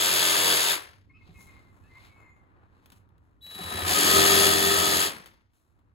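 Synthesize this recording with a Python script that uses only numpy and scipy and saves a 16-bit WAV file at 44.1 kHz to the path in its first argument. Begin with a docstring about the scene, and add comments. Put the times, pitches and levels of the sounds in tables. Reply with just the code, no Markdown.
"""A handheld jigsaw makes two cuts in a thin board on a workbench, heard by a close microphone pair.
Its crank is a periodic source: each stroke jolts the board, rattles the gearbox and drags the teeth
through the wood, while the rotating parts hum. Between the cuts the saw is set down and slid over the
board with stick-slip squeaks; chopped current whines as the motor spins up again. A few light knocks
follow, over the low rumble of the small workshop."""
import sys
import numpy as np
from scipy import signal
from scipy.fft import rfft, irfft, next_fast_len
from scipy.io import wavfile
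from scipy.ndimage import uniform_filter1d, map_coordinates

SR = 44100
rng = np.random.default_rng(int(sys.argv[2]) if len(sys.argv) > 2 else 0)


def transcribe(signal):
    """Save signal, clipped to [-1, 1], as a 16-bit WAV file at the path in sys.argv[1]."""
    frames = np.atleast_2d(signal).T
    limited = np.clip(frames, -1, 1)
    pcm = np.round(limited * 32767).astype(np.int16)
    wavfile.write(sys.argv[1], SR, pcm)


N = 261954


def amp(db):
    """Amplitude ratio of a level in decibels."""
    return 10 ** (np.asarray(db) / 20)

def unit(x):
    """Normalisation to rms 1 at the centre of the stereo image."""
    return x / np.sqrt(np.mean(np.atleast_2d(x).mean(0) ** 2) + 1e-20)

def along(points, hz):
    """Interpolation of (f/Hz, value) points on a logarithmic frequency axis."""
    f, v = np.transpose(points)
    return np.interp(np.log(hz + 1), np.log(f + 1), v)

def curves(rows):
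    """Linear interpolation in time of each column after t/s."""
    s, *cols = np.transpose(rows)
    return [np.interp(np.arange(N) / SR, s, c) for c in cols]

def ramp(start_s, length_s):
    """Linear rise from 0 to 1, then held."""
    return np.clip((np.arange(N) / SR - start_s) / length_s, 0, 1)

def since(s):
    """Time elapsed after an instant, 0 before it."""
    return np.maximum(np.arange(N) / SR - s, 0)

def noise():
    """Two uncorrelated white noises."""
    return rng.standard_normal((2, N))

def wobble(rate):
    """Smooth random modulation with rate knots a second."""
    return map_coordinates(rng.standard_normal(int(N * rate / SR) + 4), [np.arange(N) * rate / SR])

def filtered(x, response):
    """Linear filtering: the spectrum times a frequency response."""
    m = next_fast_len(N + SR // 4)
    return irfft(rfft(x, m) * response(np.fft.rfftfreq(m, 1 / SR)), m)[..., :N]

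def colour(x, spectrum, modes=()):
    """Spectral shaping by a broad envelope with resonance peaks on top."""
    def peaks_db(hz):
        return sum(db / (1 + (2 * (hz - centre) / width) ** 2) for centre, width, db in modes)
    return filtered(x, lambda hz: amp(along(spectrum, hz) + peaks_db(hz)))

def level_in(pair, low_hz, high_hz):
    """Normalisation of a pair to rms 1 within one band."""
    band = filtered(pair.mean(0), lambda hz: (hz > low_hz) & (hz < high_hz))
    return pair / np.std(band)


# Microphone pair: f/Hz, coherence, phase lead of left/rad, left minus right/dB
MIC_PAIR = [(100, .5, 0, -4), (300, .45, .6, 3.5), (700, .45, .7, 2), (1300, .3, 3.6, 5.5),
            (2400, .45, 3.8, 4), (3500, .65, 6.3, 3), (4500, .5, 7.2, 4), (5400, .6, 9.4, 2),
            (6400, .99, 6.28, 0), (7400, .99, 6.28, 0), (7900, .5, 5, 0), (8500, .998, 3.14, 0),
            (9500, .998, 3.14, 0), (10100, .65, 1.8, 0), (10900, .99, 0, 0), (11900, .98, 0, 0),
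            (12500, .55, -2.2, 0), (13200, .998, -3.14, 0), (14300, .998, -3.14, 0), (15100, .99, -6.28, 0)]

def at_mics(pair):
    """Partial coherence: two signals mix into left and right with differences of phase and level."""
    def response(hz, sign):
        coherence, lead, balance_db = [along(np.array(MIC_PAIR)[:, [0, k]], hz) for k in (1, 2, 3)]
        turn = np.arccos(np.clip(coherence, 0, 1)) / 2
        mix = np.array([np.cos(turn), sign * np.sin(turn)])
        return mix * np.exp(.5j * sign * lead) * amp(sign * balance_db / 2)
    return np.array([filtered(pair, lambda hz: response(hz, sign)).sum(0) for sign in (1, -1)])


# Reverberation time of the workshop: f/Hz, T60/s
WORKSHOP = [(150, .35), (1000, 0.6), (4000, 0.27), (12000, .25)]

def room(pair, wet_db):
    """Reverberation: convolution with a short, exponentially decaying noise tail."""
    hz, t, spectra = signal.stft(rng.standard_normal((2, SR // 2)), SR, nperseg=256)
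    tail = signal.istft(spectra * amp(-60 * t / along(WORKSHOP, hz)[:, None]), SR, nperseg=256)[1]
    tail = np.pad(tail / np.linalg.norm(tail[0]), ((0, 0), (150, 0)))  # reflections arrive later
    return pair + amp(wet_db) * signal.fftconvolve(pair, tail, axes=1)[:, :N]


# Spectrum of the shaken board: f/Hz, relative level/dB
THUD_SPECTRUM = [(30, -20), (60, -16), (95, 0), (135, -6), (185, 3), (260, -0.5), (340, 0), (450, -4.5),
                 (800, -19.5), (3000, -58.5)]

def thuds(crank, scatter_db, decay):
    """Impulsive excitation: each reversal of the blade jolts the board, decaying over the half stroke."""
    half = 2 * crank
    size = amp(scatter_db * rng.standard_normal(int(half[-1]) + 1))[half.astype(int)]
    jolt = size * np.exp(-decay * (half % 1))
    return colour(room(noise() * jolt, wet_db=-8), THUD_SPECTRUM)


def clatter(crank, swing_db, scatter_db, slop, loose, count=48):
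    """Periodic impacts: gear teeth and plunger strike at set crank angles, hardest at the reversals."""
    angle = rng.random(count)
    turns = np.arange(int(crank[-1]))[:, None] + angle
    turns = turns + slop * rng.standard_normal(turns.shape)
    size = amp(swing_db * np.cos(4 * np.pi * angle) + scatter_db * rng.standard_normal(turns.shape))
    when = np.interp(turns, crank, np.arange(N)).astype(int).ravel()
    strikes = [np.bincount(when, (size * rng.choice([-1, 1], count)).ravel(), N) for _ in range(2)]
    strikes = unit(np.array(strikes) / np.sqrt(np.gradient(crank)))
    # the board chatters freely under the shoe
    chatter = unit(noise() * amp(swing_db * np.cos(4 * np.pi * crank) + scatter_db * wobble(900)))
    return room(strikes + loose * chatter, wet_db=-5)


# Spectrum of gearbox and board: f/Hz, relative level/dB
HOUSING_SPECTRUM = [(40, -41.5), (120, -25), (230, -10.5), (400, 0.5), (700, -2.5), (1000, 1), (2200, 0),
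                    (3000, -5), (4500, -7.5), (6000, -12.5), (10000, -35.5), (16000, -49)]
# Their resonances: f/Hz, bandwidth/Hz, peak in first cut/dB, peak in second cut/dB
HOUSING_MODES = [(621, 24, 6, 6), (753, 45, 1.5, 8.5), (937, 70, 2.5, 0), (1256.6, 38, 2.5, 12),
                 (1390, 74, -2, -3.5), (1550, 80, 5, 2), (1725, 70, 4, 7), (1850, 45, 0, 8),
                 (1920, 57, -0.5, 2), (2200, 300, 1, -2.5), (3360, 150, 5, 3), (3750, 200, 6, -2),
                 (4540, 220, 7.5, 2.5)]

def gearbox(blows, cut, lifted):
    """Source and filter: the blows excite modes that depend on where the saw stands, until it lifts."""
    modes = [(hz, width, levels[cut]) for hz, width, *levels in HOUSING_MODES]
    on_board = level_in(colour(blows, HOUSING_SPECTRUM, modes), 500, 2500)
    off_board = level_in(colour(blows, HOUSING_SPECTRUM), 500, 2500)
    return (1 - lifted) * on_board + lifted * off_board


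# Spectrum of teeth in wood: f/Hz, relative level/dB
TEETH_SPECTRUM = [(800, -28.5), (2500, -0.5), (3700, 4), (4900, -0.5), (5900, -5), (6600, -0.5), (7650, 0),
                  (7950, -3.5), (8400, 1.5), (9700, -0.5), (11000, -0.5), (13000, -2.5), (14400, -13.5),
                  (15600, -8.5)]
# Resonances of blade and shoe: f/Hz, bandwidth/Hz, peak/dB
BLADE_MODES = [(3370, 220, 0), (3620, 110, -3), (4000, 180, -3), (4510, 170, 3), (4960, 220, 2.5),
               (5560, 250, 1.5), (6580, 200, 4), (7660, 160, 3.5), (8500, 220, 1), (10230, 250, 4.5),
               (11100, 200, 2.5)]

def rasp(crank, swing_db=1.9, stroke_db=.7, tooth_db=6, splinter_db=.7, grip_db=1, teeth=10, count=22):
    """Amplitude-modulated noise: the teeth tear fibres in two abrupt rushes per crank turn."""
    half = 2 * crank + .03 * wobble(120)
    rush = np.tanh(3 * (np.sin(2 * np.pi * half) + .25))
    force = rng.standard_normal(int(2 * crank[-1]) + 1)[(2 * crank).astype(int)]
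    tooth = teeth / 2 * np.cos(np.pi * ((half + .25) % 1)) % 1  # catch and release, fastest mid-stroke
    # the same stretches of blade grip hardest on every turn, so the rasp buzzes
    grip = np.interp(crank, np.arange(count) / count, unit(rng.standard_normal(count)), period=1)
    rush_db = swing_db * rush + stroke_db * force * (rush + 1) / 2
    bite = amp(rush_db + tooth_db * tooth + grip_db * grip + splinter_db * wobble(330))
    return colour(room(noise() * bite, wet_db=-10), TEETH_SPECTRUM, BLADE_MODES)


# Crank, motor and gear mesh: f/stroke rate, relative level in first cut/dB, in second cut/dB
HUM_PARTIALS = [(2, -56, -42), (3, -53, -49.5), (4, -50, -42), (5, -58, -46.5), (7, -44.5, -37.5),
                (8, -51.5, -47.5), (9, -43, -52), (11, -52, -47), (13, -47, -50), (14.2, -44.5, -40.5),
                (16, -45.5, -39.5), (19, -51, -47), (25, -45, -48), (28.4, -45, -42), (29, -52.5, -37),
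                (35, -45, -50), (39, -48, -50), (42, -57, -36.5), (44, -52.5, -42), (63, -47, -51),
                (75, -47, -43), (77, -41, -35.5), (79.2, -42, -39), (85.7, -42, -50), (92.3, -47, -42.5),
                (94.3, -52, -41.5), (102.8, -45, -40), (105.6, -43, -48)]

def hum(crank, cut, waver_db=2.2, shake=.06, reflected_db=-5):
    """Rotational orders: each wavers with the hand's pressure; gear play blurs the high ones most."""
    out = np.zeros((2, N))
    sway, play = [wobble(25) for _ in range(5)], [wobble(60) for _ in range(5)]
    for multiple, *levels in HUM_PARTIALS:
        a, b = rng.permutation(len(sway))[:2]
        phase = 2 * np.pi * (multiple * crank + rng.random()) + shake * np.sqrt(multiple) * play[b]
        peak = amp(levels[cut] + waver_db * sway[a]) * np.sqrt(2)
        out[0] += peak * np.sin(phase)
        out[1] += peak * amp(reflected_db) * np.cos(phase + .5 * sway[b])  # reflection off the bench
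    return out


# Rattles of board, shoe and blade: peak t/s, rise/s, fall/s, f/Hz, bandwidth/Hz, level/dB
RATTLES = [(.48, .14, .14, 483, 50, -36.5), (.44, .25, .17, 925, 90, -45), (.15, .06, .08, 1545, 70, -38),
           (.52, .2, .2, 1545, 70, -46), (.5, .16, .3, 370, 70, -43), (.25, .35, .2, 3400, 260, -35),
           (.512, .03, .03, 3400, 260, -31), (.7, .05, .04, 3500, 260, -33), (3.96, .08, .1, 555, 70, -40),
           (4.01, .05, .08, 300, 60, -38), (4.17, .17, .18, 1262, 50, -31), (4.33, .31, .5, 393, 31, -26),
           (4.47, .2, .2, 735, 90, -42), (4.3, .35, .28, 3340, 130, -32), (4.74, .16, .26, 1262, 40, -37),
           (4.86, .16, .18, 397, 31, -37), (4.99, .1, .09, 3340, 130, -35)]

def rattles(crank, scatter_db=2.4, slop=.0013, reflected_db=-6, fade_db=10):
    """Forced resonance: one uneven tap per turn drives modes that swell and fade as the saw moves on."""
    turns = np.arange(int(crank[-1]))
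    chance = rng.standard_normal((len(turns), 2))
    when = np.interp(turns + slop * chance[:, 0], crank, np.arange(N)).astype(int)
    taps = np.bincount(when, amp(scatter_db * chance[:, 1]), N)
    t, out = np.arange(N) / SR, np.zeros(N)
    for s, rise_s, fall_s, hz, width, db in RATTLES:
        ring = filtered(taps, lambda f: (1j * f * width / (hz ** 2 - f ** 2 + 1j * f * width)) ** 2)
        swell = amp(-fade_db * np.maximum((s - t) / rise_s, (t - s) / fall_s) ** 2)
        out += amp(db) * swell * ring / np.sqrt(np.average(ring ** 2, weights=swell ** 2))
    reflection = amp(reflected_db) * filtered(out, lambda f: 1j)  # off the bench, in quadrature
    return np.array([out, reflection])


# Spectrum of the blade out of the wood: f/Hz, relative level/dB
FREE_BLADE_SPECTRUM = [(800, -28), (2500, 0), (3500, 4.5), (5000, -3.5), (6000, -6), (7500, -2.5),
                       (8600, 4), (9600, 4), (11000, 2.5), (13000, -5), (15600, -8)]

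def free_blade(crank):
    """Periodic impacts: the unloaded blade ticks in its guide."""
    ticks = clatter(crank, swing_db=3.3, scatter_db=2.6, slop=.01, loose=.8)
    return colour(ticks, FREE_BLADE_SPECTRUM)


def motor_speed(pull_s, release_s, spin_up_s=.76, coast_s=.28):
    """Inertia: the share of full speed rises softly, holds, then decays exponentially."""
    return np.sin(np.pi / 2 * ramp(pull_s, spin_up_s)) * np.exp(-since(release_s) / coast_s)


# Layers of the saw: gain/dB, speed exponent, drop out of the wood/dB, fade after release/(dB/s)
THUD_LAW, CLATTER_LAW = (-1.8, 1.6, 4, 65), (-6.8, 1.8, 3.6, 58)
RASP_LAW, HUM_LAW = (.1, 1.5, 10.7, 105), (1.7, 7, 3, 40)

def drive(law, speed, biting, released_s):
    """Power law: a layer's gain grows with speed, drops out of the wood and fades without power."""
    level_db, exponent, free_db, fade_db_per_s = law
    return amp(level_db - free_db * (1 - biting) - fade_db_per_s * released_s) * speed ** exponent


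# Cuts: trigger pulled t/s, blade bites t/s, released t/s, board boom/dB, fade on withdrawal/(dB/s)
CUTS = [(-1, -.5, .736, -3, 22), (3.4, 3.85, 5.065, .5, 0)]
# The hand, one list per cut: t/s, pressure as thud gain/dB, feed as rasp and clatter gain/dB
HAND_EFFORT = [
    [(0.02, -40, -26), (0.378, -41, -25), (0.408, -36, -26), (0.518, -38, -25), (0.66, -46, -26.5),
     (0.74, -45, -27), (.79, -54, -27)],
    [(3.9, -37, -25), (4.17, -28, -22), (4.478, -28, -22), (4.552, -30, -26), (4.94, -35, -26),
     (5.03, -40, -26), (5.06, -39, -29)],
]

def jigsaw(stroke_hz=43.8, creep=.05, bite_fade_s=.04, let_go_s=.07, steadied_db=9.2, load_share=.85):
    """Forced vibration: one crank drives all layers; near full speed the board steadies and hum grows."""
    speeds = [motor_speed(pull_s, release_s) for pull_s, _, release_s, *_ in CUTS]
    rate_hz = stroke_hz * np.maximum(np.max(speeds, 0), creep) * (1 + .003 * wobble(14))
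    crank = np.cumsum(rate_hz) / SR  # angle in turns
    board = level_in(at_mics(thuds(crank, scatter_db=1.5, decay=1.6)), 160, 500)
    blows = at_mics(clatter(crank, swing_db=2.5, scatter_db=2.6, slop=.0012, loose=1.15))
    in_wood = unit(at_mics(rasp(crank)))
    in_air = unit(at_mics(free_blade(crank)))
    rattle = rattles(crank)
    noisy, tonal = np.zeros((2, N)), np.zeros((2, N))
    for cut, (_, bite_s, release_s, boom_db, away_db_per_s) in enumerate(CUTS):
        press_db, feed_db = curves(HAND_EFFORT[cut])
        lifted = ramp(release_s, let_go_s)
        biting = ramp(bite_s, bite_fade_s) - lifted
        away = amp(-away_db_per_s * since(release_s))
        thudding, clattering, rasping, humming = [
            away * drive(law, speeds[cut], biting, since(release_s))
            for law in (THUD_LAW, CLATTER_LAW, RASP_LAW, HUM_LAW)]
        blade = np.sqrt(abs(biting)) * in_wood + np.sqrt(abs(1 - biting)) * in_air
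        noisy += amp(press_db + boom_db - steadied_db * humming / humming.max()) * thudding * board
        noisy += amp(feed_db) * (clattering * gearbox(blows, cut, lifted) + rasping * blade)
        load = amp(load_share * (press_db - press_db.max()))
        tonal += biting * rattle + humming * load * hum(crank, cut)
    return (noisy + at_mics(tonal)) * ramp(0, .002)


# Envelope of the rumble: t/s, relative level/dB
RUMBLE_ENVELOPE = [(0, -56), (.85, -60), (1.3, -53), (2.7, -59), (5.3, -61), (5.6, -71), (5.75, -62.5),
                   (5.94, -64)]
# Its spectrum: f/Hz, relative level/dB
RUMBLE_SPECTRUM = [(20, -18), (45, -5.5), (75, 0.5), (100, 2), (140, -10.5), (300, -13.5), (600, -31.5),
                   (2000, -50.5), (16000, -77)]

def rumble(hiss_db=-93):
    """Ambient noise: bench and room rumble softly under a faint hiss."""
    hiss = unit(colour(noise(), [(300, 0), (4000, -12), (16000, -26)]))
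    low = unit(at_mics(colour(noise(), RUMBLE_SPECTRUM)))
    return amp(curves(RUMBLE_ENVELOPE)[0] - 3) * low + amp(hiss_db) * hiss


# Contacts of saw, board and bench, and blade snags: t/s, click gain/dB, ring gain/dB, click T60/s
KNOCKS = [(.509, -17, -52, .01), (.523, -19, -52, .01), (1.385, -70, -52, .03), (2.859, -47, -70, .025),
          (2.902, -46.5, -79, 0.014), (2.92, -49.5, -55, 0.07), (3.09, -66, -73, .015),
          (3.181, -64, -85, .015), (3.465, -43, -60, .04), (3.912, -20, -42, .012),
          (4.06, -12.5, -36, .008), (4.073, -16, -38, .008), (4.326, -15, -38, .008),
          (4.511, -17, -38, .012), (5.259, -43.5, -56, 0.069), (5.272, -50, -56, .04),
          (5.335, -63, -60, .05), (5.534, -72, -80.5, .08), (5.79, -72, -76, .04)]
# Modes of the board: f/Hz, relative level/dB, T60/s
BOARD_MODES = [(195, 0, 0.18), (310, -6.5, .09), (520, -8.5, .07), (930, -1.5, 0.06), (1750, -12.5, .05)]
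# Spectrum of a click: f/Hz, relative level/dB
CLICK_SPECTRUM = [(300, -5.5), (1500, 1), (3500, -0.5), (6000, -9.5), (11000, -4.5), (16000, -8)]

def knocks(attack_s=.003):
    """Impact and free vibration: each contact is a broadband click plus the board's damped modes."""
    t = np.arange(SR // 3) / SR
    attack = 1 - np.exp(-t / attack_s)
    clicks, rings = np.zeros((2, 2, N + SR))
    for s, click_db, ring_db, click_t60 in KNOCKS:
        span = slice(round(s * SR), round(s * SR) + len(t))
        clicks[:, span] += amp(click_db + 2.5 - 60 * t / click_t60) * rng.standard_normal((2, len(t)))
        for hz, db, t60 in BOARD_MODES:
            decay = amp(ring_db + db + rng.normal(0, 2, (2, 1)) - 60 * t / t60)
            rings[:, span] += attack * decay * np.sin(2 * np.pi * hz * t)
    return at_mics(room(colour(clicks[:, :N], CLICK_SPECTRUM) + rings[:, :N], wet_db=-8.5))


# Squeaks of the shoe on the board: t/s, duration/s, f/Hz, glide/Hz, level/dB
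SQUEAKS = [(1.094, .034, 2150, 40, -57), (1.133, .065, 2550, 60, -56), (1.203, .036, 2150, -80, -60),
           (1.34, .055, 2540, -60, -62), (1.33, .12, 2140, -60, -58.5), (1.485, .04, 2510, -30, -66),
           (1.46, .07, 2130, -30, -56), (1.51, .11, 2110, -40, -61), (1.62, .11, 2090, -20, -71),
           (1.82, .08, 2600, 150, -71), (1.83, .07, 1780, 300, -71), (1.89, .07, 2065, 40, -59),
           (1.94, .05, 2095, 40, -48.5), (1.99, .08, 2130, 20, -66), (2.06, .16, 2230, -90, -63.5),
           (2.08, .26, 2550, -160, -70.5), (2.19, .15, 2105, -40, -56), (2.12, .3, 7000, -600, -81),
           (2.33, .11, 2095, -20, -71)]

def squeaks(rough=.014, flicker_db=2.3, scratch=.22, lower_db=-12, upper_db=-28):
    """Stick-slip oscillation: thin, scratchy glides with weak partials an octave below and above."""
    tone = np.zeros(N)
    waver, flicker, drift = 1 + rough * wobble(400), flicker_db * wobble(70), wobble(200)
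    for s, length_s, hz, glide_hz, db in SQUEAKS:
        span = slice(round(s * SR), round((s + length_s) * SR))
        progress = np.linspace(0, 1, len(tone[span]))
        phase = 2 * np.pi * np.cumsum((hz + glide_hz * (progress - .5)) * waver[span]) / SR
        octaves = amp(lower_db) * np.sin(phase / 2 + drift[span]) + amp(upper_db) * np.sin(2 * phase)
        tone[span] += amp(db + flicker[span]) * np.sin(np.pi * progress) * (np.sin(phase) + octaves)
    tone = tone * (1 + scratch * wobble(1100))
    return room(np.array([tone, tone]), wet_db=-4) * amp([[2], [-1]])


# Pushes of saw over board and board over bench: peak t/s, rise/s, fall/s, rub/dB, scrape/dB, hiss/dB
SLIDES = [(1.28, .12, .2, -68, -68, -82), (1.41, .08, .14, -66, -67, -59), (1.54, .4, .35, -64.5, -71, -79),
          (1.8, .5, .5, -67, -95, -80), (2.05, .2, .12, -60.5, -61.5, -69), (2.2, .4, .4, -65, -84, -82),
          (2.55, .9, 1.8, -68, -93, -108), (2.85, .3, .25, -73, -78, -84), (2.97, .05, .06, -78, -76, -72),
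          (3.24, .06, .3, -81, -89, -89), (5.55, .04, .3, -82, -84, -79), (5.83, .7, .6, -77, -96, -108)]

def sliding(fade_db=20):
    """Friction noise: on dusty wood a dull rub, a scrape and a fine hiss swell and fade with each push."""
    grain = amp(2 * wobble(300) + .84 * wobble(30))
    rub = [(100, -13), (300, 2.5), (600, -2.5), (1100, 2.5), (1900, -7.5), (2700, -16.5), (8000, -55)]
    scrape = [(1200, -25), (2400, -3.5), (3200, -10.5), (4000, -4.5), (5000, -15.5), (10000, -33.5)]
    hiss = [(3000, -23), (5500, -1), (7000, 3), (11500, 3), (13500, -8), (16000, -5.5)]
    bands = [unit(at_mics(colour(noise() * grain, spectrum))) for spectrum in (rub, scrape, hiss)]
    t, power = np.arange(N) / SR, np.zeros((len(bands), N))
    for s, rise_s, fall_s, *levels_db in SLIDES:
        push = amp(-fade_db * np.maximum((s - t) / rise_s, (t - s) / fall_s))
        power += np.outer(amp(levels_db), push) ** 2
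    return sum(gain * band for gain, band in zip(np.sqrt(power), bands))


# Bumps of the shoe, set down or gathering speed: t/s, boom level/dB, clack level/dB, clack centre f/Hz
BUMPS = [(1.289, -55, -42.5, 180), (3.59, -55, -34, 560), (3.607, -46, -35, 180), (3.645, -34, -42, 1100),
         (3.711, -48, -31, 1000), (3.742, -29, -34, 390), (3.785, -36, -26, 1300), (3.823, -26.5, -35, 390),
         (3.846, -42, -28, 1250), (3.868, -40, -27, 280), (3.905, -35, -26, 750), (3.985, -45, -25, 390)]
# Modes of the board under the shoe: f/Hz, relative level/dB, T60/s
CLACK_MODES = [(172, 0, .2), (385, 0, .11), (738, 0, .12), (995, -1, .08), (1275, 0, .12)]

def bumps(boom_hz=88, boom_t60_s=.16, boom_attack_s=.008, clack_attack_s=.0015, db_per_octave=9):
    """Modal response: each bump rings the bench's low mode and the board's modes near a centre pitch."""
    t, out = np.arange(SR // 3) / SR, np.zeros((2, N))
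    for s, boom_db, clack_db, centre_hz in BUMPS:
        boom = amp(boom_db - 60 * t / boom_t60_s) * np.sin(2 * np.pi * boom_hz * t)
        clack = np.zeros(len(t))
        for hz, db, t60 in CLACK_MODES:
            mode_db = clack_db + db - db_per_octave * abs(np.log2(hz / centre_hz))
            clack += amp(mode_db - 60 * t / t60) * np.sin(2 * np.pi * hz * rng.normal(1, .015) * t)
        bump = boom * (1 - np.exp(-t / boom_attack_s)) + clack * (1 - np.exp(-t / clack_attack_s))
        out[0, round(s * SR):][:len(t)] += bump
    return at_mics(room(out, wet_db=-10))


def controller(whine_hz=3928, until_speed=.8, growth_db=10.5, ripple_db=.8, kick_hz=3500, kick_t60_s=.15):
    """Switching noise: chopped current whines, mostly in odd harmonics, as the second cut spins up."""
    pull_s, _, release_s, *_ = CUTS[-1]
    speed, start_s = motor_speed(pull_s, release_s), pull_s + .01
    spinning_up = np.maximum.accumulate(speed) < until_speed
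    chopping = uniform_filter1d(1. * spinning_up, size=600) * ramp(start_s, .025)
    phase = 2 * np.pi * whine_hz * np.arange(N) / SR + .13 * wobble(700)  # roughened by the brushes
    whine = sum(amp(db) * np.sin(k * phase) for k, db in enumerate([4.5, -20, -12.5, -25], 1))
    whine *= amp(-49.5 + growth_db * speed + ripple_db * wobble(200)) * chopping
    # the first surge of current rings the motor's housing
    kick = amp(-64 - 60 * since(start_s) / kick_t60_s) * np.sin(2 * np.pi * kick_hz * since(start_s))
    return at_mics(np.array([whine + kick, np.zeros(N)]))


def scene():
    """Superposition of saw, handling and background."""
    return jigsaw() + controller() + squeaks() + sliding() + knocks() + bumps() + rumble()


def record(dry):
    """Band limiting: a steep low-pass removes the highest treble."""
    cutoff_hz = 15850
    return filtered(dry, lambda hz: 1 / (1 + (hz / cutoff_hz) ** 200))


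dry = scene()
out = record(dry)
transcribe(out)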